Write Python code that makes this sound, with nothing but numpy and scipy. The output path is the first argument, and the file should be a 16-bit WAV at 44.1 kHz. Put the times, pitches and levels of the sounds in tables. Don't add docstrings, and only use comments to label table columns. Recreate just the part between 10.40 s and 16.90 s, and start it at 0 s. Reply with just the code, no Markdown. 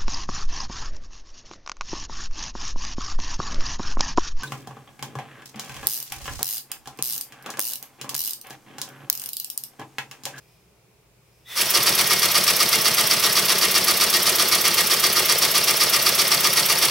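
import sys
import numpy as np
from scipy import signal
from scipy.fft import rfft, irfft, next_fast_len
from scipy.io import wavfile
from scipy.ndimage import uniform_filter1d

SR = 44100
rng = np.random.default_rng(int(sys.argv[2]) if len(sys.argv) > 2 else 0)


def persist_wave(psi):
    counts = np.round(np.clip(psi, -1, 1) * 32767).astype(np.int16)
    wavfile.write(sys.argv[1], SR, np.atleast_2d(counts).T)


N = 286650

# t/s, speed/(turns a second)
CRANK_SPEED = [(1.154, 5.6), (1.29, 5.4), (1.354, 8.34), (1.6, 8.33), (1.95, 8.04), (2.5, 7.86),
               (3.35, 7.71), (3.8, 7.815), (4.5, 7.76), (5.3, 7.805), (5.75, 7.88), (6.5, 7.89)]
# start/turns, half length/turns, then level/dB in trailer, engine bed and rods
KNOCKS = [(.015, .075, -2.5, -7, -2), (.11, .05, -7.5, -6.5, 1), (.15, .05, -5, -6, -6),
          (.2, .05, -1.5, -7, -1.5), (.265, .05, -4, -7, -4.5), (.33, .05, 0.5, -8, -9.5),
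          (.39, .04, 1.5, -10.5, -16), (.48, .03, 0, -17.5, -21), (.53, .04, 0, -15.5, -8),
          (.58, .04, 1.5, -12, -8), (.65, .06, -3, -10.5, -10.5), (.73, .06, -3, -13, -11.5),
          (.82, .08, -3.5, -11.5, -13), (.92, .08, -1, -20, -24)]
# f/Hz, width/Hz, level/dB against the part's broad colour
TRAILER_MODES = [(133, 11, 9), (181.4, 13.6, 13), (225.7, 10, 9.5), (335.3, 8.95, 5.5), (371, 37, 5),
                 (435, 14, 1), (454, 17, 2), (680, 25, 7.5), (865, 25, 12.5)]
BED_MODES = [(1209, 44, 11.3), (1320, 21.2, 7.7), (1698, 16, 6.8), (1888, 28, 9), (2083, 37, 9.1),
             (2182, 38, 7.2), (2356, 36, 6.6), (2786, 23, 7.6), (3360, 65, 7.6), (3560, 27, 2.5)]
ROD_MODES = [(3760, 28, 10), (4080, 66, 4.4), (4520, 140, 5), (4673, 100, 8.9), (4670, 70, 5.8),
             (5430, 97, 8), (5550, 54, 9.6), (5660, 29, 4.1)]
# f/Hz, level/dB
TRAILER_COLOUR = [(22, -56), (48, -24), (90, -6.5), (140, -6.5), (280, -6.5), (360, 1), (600, 4), (800, -9),
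                  (1100, -1.5), (2000, -26), (6000, -78)]
BED_COLOUR = [(200, -53), (700, -14.5), (1050, -1), (1500, -5.5), (2400, -1.5), (3300, -0.5), (4500, -2),
              (8000, -8), (16000, -35)]
ROD_COLOUR = [(600, -14.5), (2200, -38), (3400, -7), (4400, 0), (5900, -0.5), (6900, -11), (8000, -13.5),
              (10200, -5), (12500, -10), (16000, -13)]
# f/Hz, width/Hz, level/dB
BOOM_MODES = [(96, 57, -2), (137.3, 16.6, 2), (191.5, 31, -5), (227, 28, -9)]
CLINK_MODES = [(4250, 120, 1), (4700, 130, 3)]
# f/Hz, width/Hz, level/dB
CLANK_MODES = [(1207, 36, -1), (1330, 50, -9)]
THUD_MODES = [(347, 32, 0), (696, 40, -1)]
# angle/turns, half width/turns, level/dB
FRONT_PUFFS = [(.12, 0.05, -23), (.22, .11, -29), (.338, 0.03, -16.5), (.38, 0.056, -32)]
REAR_PUFFS = [(.83, 0.038, -18)]
# f/Hz, level/dB
FRONT_COLOUR = [(300, -31), (1500, -1), (3500, -3), (6000, 1), (7200, -2), (8800, 2.5), (10800, 3),
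                (13000, -2), (16000, -5)]
REAR_COLOUR = [(300, -35), (2000, -23), (3300, 0), (4500, -1.5), (7500, -6), (8800, 1), (10200, 2),
               (12200, 5.5), (14000, 0), (16000, -0.5)]
FLOW_COLOUR = [(60, -18), (500, -5.5), (2000, 1.5), (3500, 1.5), (4300, -1), (5500, 1.5), (7200, -5),
               (11500, -4), (16000, -4.5)]
# angle/turns, f/Hz, level/dB
INLET_GLIDE = [(.58, 4440, -48), (.66, 4930, -36), (.75, 5390, -26), (.81, 5656, -30.5), (.87, 6700, -39),
               (.93, 7180, -53)]
SQUEEZE_GLIDE = [(.47, 7800, -48), (.53, 8080, -35), (.59, 9700, -28.5), (.66, 10300, -52)]
# t/s, level/dB
LEAK_LEVEL = [(0, -73), (.13, -70), (.33, -82), (.75, -84), (.95, -73)]
# f/Hz, width/Hz, level/dB
LEAK_TONES = [(2430, 200, -0.5), (5100, 380, -1)]
VALVE_TONES = [(1970, 150, 0), (3490, 130, 2), (3770, 90, 0), (5512, 150, -9)]
# f/Hz, width/Hz, gain/dB
NOTCHES = [(1275, 24, -4), (3970, 160, -3), (4810, 140, -3), (6770, 110, -11), (7400, 280, -3.5),
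           (9700, 200, -6)]
# f/Hz, level/dB
AIR_COLOUR = [(20, -23), (40, -13), (58, 5), (90, -6), (160, -0.5), (260, -14), (410, -5), (560, -11.5),
              (1070, -16), (1800, -22.5), (2450, -16.5), (3100, -23.5), (6000, -25.5), (16000, -29)]
# f/Hz, side gain/dB
ENGINE_WIDTH = [(60, -14), (150, -32), (500, -19), (1100, -21), (2200, -14), (4500, -11.5), (8000, -8.5),
                (13000, -5)]
AIR_WIDTH = [(100, -13), (400, -6), (1500, -4), (5000, 1)]
# f/Hz, left minus right/dB
BALANCE = [(1200, 0), (2400, 0.4), (4400, -1), (8000, 0.2), (14000, -2)]

SHAKE_SPREAD_DB, CLATTER_SPREAD_DB, PUFF_SPREAD_DB = 0.08, 0.12, 0.6
SURGE_PUFF_DB, SURGE_WHISTLE_DB, SURGE_TURNS = 1, 5, 1.5
OPEN_S, OPENING_S = 1.043, 0.076
CRACKED_DB, RUNNING_DB = -38, -26
SING_DB, SING_HOLD_S, SING_RELEASE_S = -41, 0.119, 0.048
LEAK_HISS_DB = 5.5


def clatter(t, turns, first_shake_db=-3.5, first_clatter_db=-2.5):
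    def clock(due):
        return np.interp(due + lag(due, scale=.055, fade=4.5), turns, t, right=t[-1] + 1)
    turn = np.arange(int(turns[-1]) + 1)
    shake_db = first_shake_db * (turn == 0) + SHAKE_SPREAD_DB * rng.standard_normal(len(turn))
    clatter_db = first_clatter_db * (turn == 0) + CLATTER_SPREAD_DB * rng.standard_normal(len(turn))
    _, _, trailer_db, bed_db, rod_db = np.transpose(KNOCKS)
    trailer_blows = chatter(clock, trailer_db, shake_db, slop_s=.00016, scatter_db=0.5, drift_turns=7)
    bed_blows = chatter(clock, bed_db, clatter_db, slop_s=.00007, scatter_db=2.0)
    rod_blows = chatter(clock, rod_db, clatter_db, slop_s=.00005, scatter_db=0.7)
    trailer = amp(-34.5) * metal_part(trailer_blows, TRAILER_COLOUR, TRAILER_MODES)
    bed = amp(-26) * metal_part(bed_blows, BED_COLOUR, BED_MODES)
    rods = amp(-24.5) * metal_part(rod_blows, ROD_COLOUR, ROD_MODES)
    boom = reversal(clock, BOOM_MODES, shake_db, angle=.495, slop_s=.00033)
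    clink_db = clatter_db - 8 * np.exp(-turn / SURGE_TURNS)
    clink = reversal(clock, CLINK_MODES, clink_db, angle=.58, slop_s=.0007)
    clank = reversal(clock, CLANK_MODES, clatter_db, angle=.17, slop_s=.0005)
    clank += amp(-1) * reversal(clock, CLANK_MODES, clatter_db, angle=.11, slop_s=.00052)
    thud = reversal(clock, THUD_MODES, shake_db, angle=.21, slop_s=.0005)
    clean_blows = amp(-53) * boom + amp(-40.5) * (clink + clank) + amp(-45) * thud
    return trailer + bed + rods + np.outer([1, 0], clean_blows)


def chatter(clock, knock_db, turn_db, slop_s, scatter_db, contacts=40, drift_turns=14):
    turn = np.arange(len(turn_db))
    blows = np.zeros((2, N))
    for channel in blows:
        for (start, half_length, *_), db in zip(KNOCKS, knock_db):
            delay = (np.arange(contacts) + rng.random(contacts)) / contacts
            force = rng.standard_normal((len(turn), contacts))
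            force = uniform_filter1d(force, drift_turns, axis=0, mode="wrap")
            force *= np.sin(np.pi * delay ** 0.64) ** .5
            force *= amp(scatter_db * rng.standard_normal(force.shape))
            force *= amp(db + turn_db)[:, None] / np.linalg.norm(force, axis=1, keepdims=True)
            when = clock(turn[:, None] + start + 2 * half_length * delay)
            when += slop_s * rng.standard_normal(force.shape)
            channel += np.bincount((when * SR).astype(int).ravel(), force.ravel(), N)[:N]
    return blows


def metal_part(blows, colour, modes, size=16384):
    hz = np.fft.rfftfreq(size, 1 / SR)
    response = amp(along(colour, hz)) * np.sqrt(1 + peaks(modes, hz))
    cepstrum = irfft(np.log(response))
    cepstrum[1:size // 2] *= 2
    cepstrum[size // 2 + 1:] = 0
    ring = irfft(np.exp(rfft(cepstrum)))
    return unit(signal.oaconvolve(blows, ring[None], axes=1)[:, :N])


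def reversal(clock, modes, turn_db, angle, slop_s):
    when = clock(np.arange(len(turn_db)) + angle) + slop_s * rng.standard_normal(len(turn_db))
    blows = np.bincount((when * SR).astype(int), amp(turn_db), N)[:N]
    t = np.arange(SR // 3) / SR
    ring = sum(amp(db) * np.exp(-np.pi * width * t) * (1 - np.exp(-hz * t)) * np.sin(2 * np.pi * hz * t)
               for hz, width, db in modes)
    return unit(signal.fftconvolve(blows, ring)[:N])


def crank(t):
    speed, = curves(CRANK_SPEED, t)
    return np.cumsum(speed * (t > CRANK_SPEED[0][0])) / SR


def lag(turns, scale, fade):
    return scale * np.tanh(turns) * np.exp(-turns / fade)


def exhaust(angle):
    def puffs(port):
        power = sum(amp(db) ** 2 * np.exp(-((angle - at) / width) ** 2) for at, width, db in port)
        return np.sqrt(power)
    return puffs(FRONT_PUFFS) * noise(FRONT_COLOUR) + puffs(REAR_PUFFS) * noise(REAR_COLOUR)


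def whistle(glide, angle, width_hz):
    pitch, db = curves(glide, angle)
    flutter = shaped_noise(lambda hz: 1 / (1 + (hz / width_hz) ** 2))
    return amp(db) * unit(flutter * np.sin(2 * np.pi * np.cumsum(pitch) / SR))


def supply(t, pressure):
    leak_db, = curves(LEAK_LEVEL, t)
    opening = np.clip((t - OPEN_S) / OPENING_S, 0, 1)
    flow = amp(leak_db + LEAK_HISS_DB) + opening ** 2 * amp(CRACKED_DB)
    flow += pressure * (amp(RUNNING_DB) - amp(CRACKED_DB))
    rush = flow * noise(FLOW_COLOUR)
    release = np.exp(-np.maximum(t - OPEN_S - SING_HOLD_S, 0) / SING_RELEASE_S)
    song = amp(SING_DB) * opening * release * shaped_noise(lambda hz: peaks(VALVE_TONES, hz))
    leak = amp(leak_db) * shaped_noise(lambda hz: peaks(LEAK_TONES, hz))
    return rush + song + leak


def path_to_microphone(hz):
    notch_db = sum(db / (1 + (2 * (hz - centre) / width) ** 2) for centre, width, db in NOTCHES)
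    return amp(notch_db + np.outer([0, 1], along(ENGINE_WIDTH, hz)))


def reflections(wet_db, t60_s, low_hz, delay_s):
    t = np.arange(SR // 3) / SR
    echoes = rng.standard_normal((2, len(t))) * amp(-60 * t / t60_s) * (t > delay_s)
    echoes *= amp(wet_db) / np.linalg.norm(echoes, axis=1, keepdims=True)
    return signal.sosfilt(signal.butter(1, low_hz, "high", fs=SR, output="sos"), echoes)


def outdoors(t, hum_hz=120):
    hum = amp(-67.5) * unit(np.sin(2 * np.pi * hum_hz * t))
    mid, side = amp(-60.5) * noise(AIR_COLOUR)
    side = filtered(side, lambda hz: amp(along(AIR_WIDTH, hz)))
    return np.array([mid + side, mid - side]) + hum


def amp(db):
    return 10 ** (np.asarray(db) / 20)


def unit(x):
    return x / np.sqrt(np.mean(x ** 2) + 1e-20)


def along(points, hz):
    f, v = np.transpose(points)
    return np.interp(np.log(hz + 1), np.log(f), v)


def curves(rows, at):
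    first, *cols = np.transpose(rows)
    return [np.interp(at, first, c) for c in cols]


def filtered(x, response):
    size = 2 * next_fast_len(N // 2 + SR // 4)
    return irfft(rfft(x, size) * response(np.fft.rfftfreq(size, 1 / SR)), size)[..., :N]


def peaks(modes, hz):
    return sum(amp(db) ** 2 / (1 + (2 * (hz - centre) / width) ** 2) for centre, width, db in modes)


def shaped_noise(response):
    return unit(filtered(rng.standard_normal((2, N)), response))


def noise(colour):
    return shaped_noise(lambda hz: amp(along(colour, hz)))


def scene():
    t = np.arange(N) / SR
    turns = crank(t)
    angle = (turns - lag(turns, scale=.036, fade=9)) % 1
    puff_db = PUFF_SPREAD_DB * rng.standard_normal(int(turns[-1]) + 1)
    surge = np.exp(-turns / SURGE_TURNS)
    air = amp(puff_db[turns.astype(int)] + SURGE_PUFF_DB * surge) * exhaust(angle)
    air += amp(SURGE_WHISTLE_DB * surge) * whistle(INLET_GLIDE, angle, width_hz=240)
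    air += whistle(SQUEEZE_GLIDE, angle, width_hz=700)
    pressure = (turns > 0) * np.clip(0.39 + turns / 0.46, 0, 1)
    engine = pressure * (clatter(t, turns) + air) + supply(t, pressure)
    mid, side = filtered(engine, path_to_microphone)
    pair = np.array([mid + side, mid - side])
    deck = reflections(wet_db=-9.5, t60_s=0.094, low_hz=4000, delay_s=.00068)
    yard = reflections(wet_db=-12.5, t60_s=0.1, low_hz=300, delay_s=.012)
    pair += signal.fftconvolve(pair, deck + yard, axes=1)[:, :N]
    pair = filtered(pair, lambda hz: amp(np.outer([.5, -.5], along(BALANCE, hz))))
    return pair + outdoors(t)


def record(dry, low_cut_hz=36, top_hz=15900):
    low_cut = lambda hz: hz ** 3 / np.hypot(hz ** 3, low_cut_hz ** 3)
    band_limit = lambda hz: .5 - .5 * np.tanh((hz - top_hz) / 50)
    return filtered(dry, lambda hz: low_cut(hz) * band_limit(hz))


dry = scene()
out = record(dry)
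persist_wave(out)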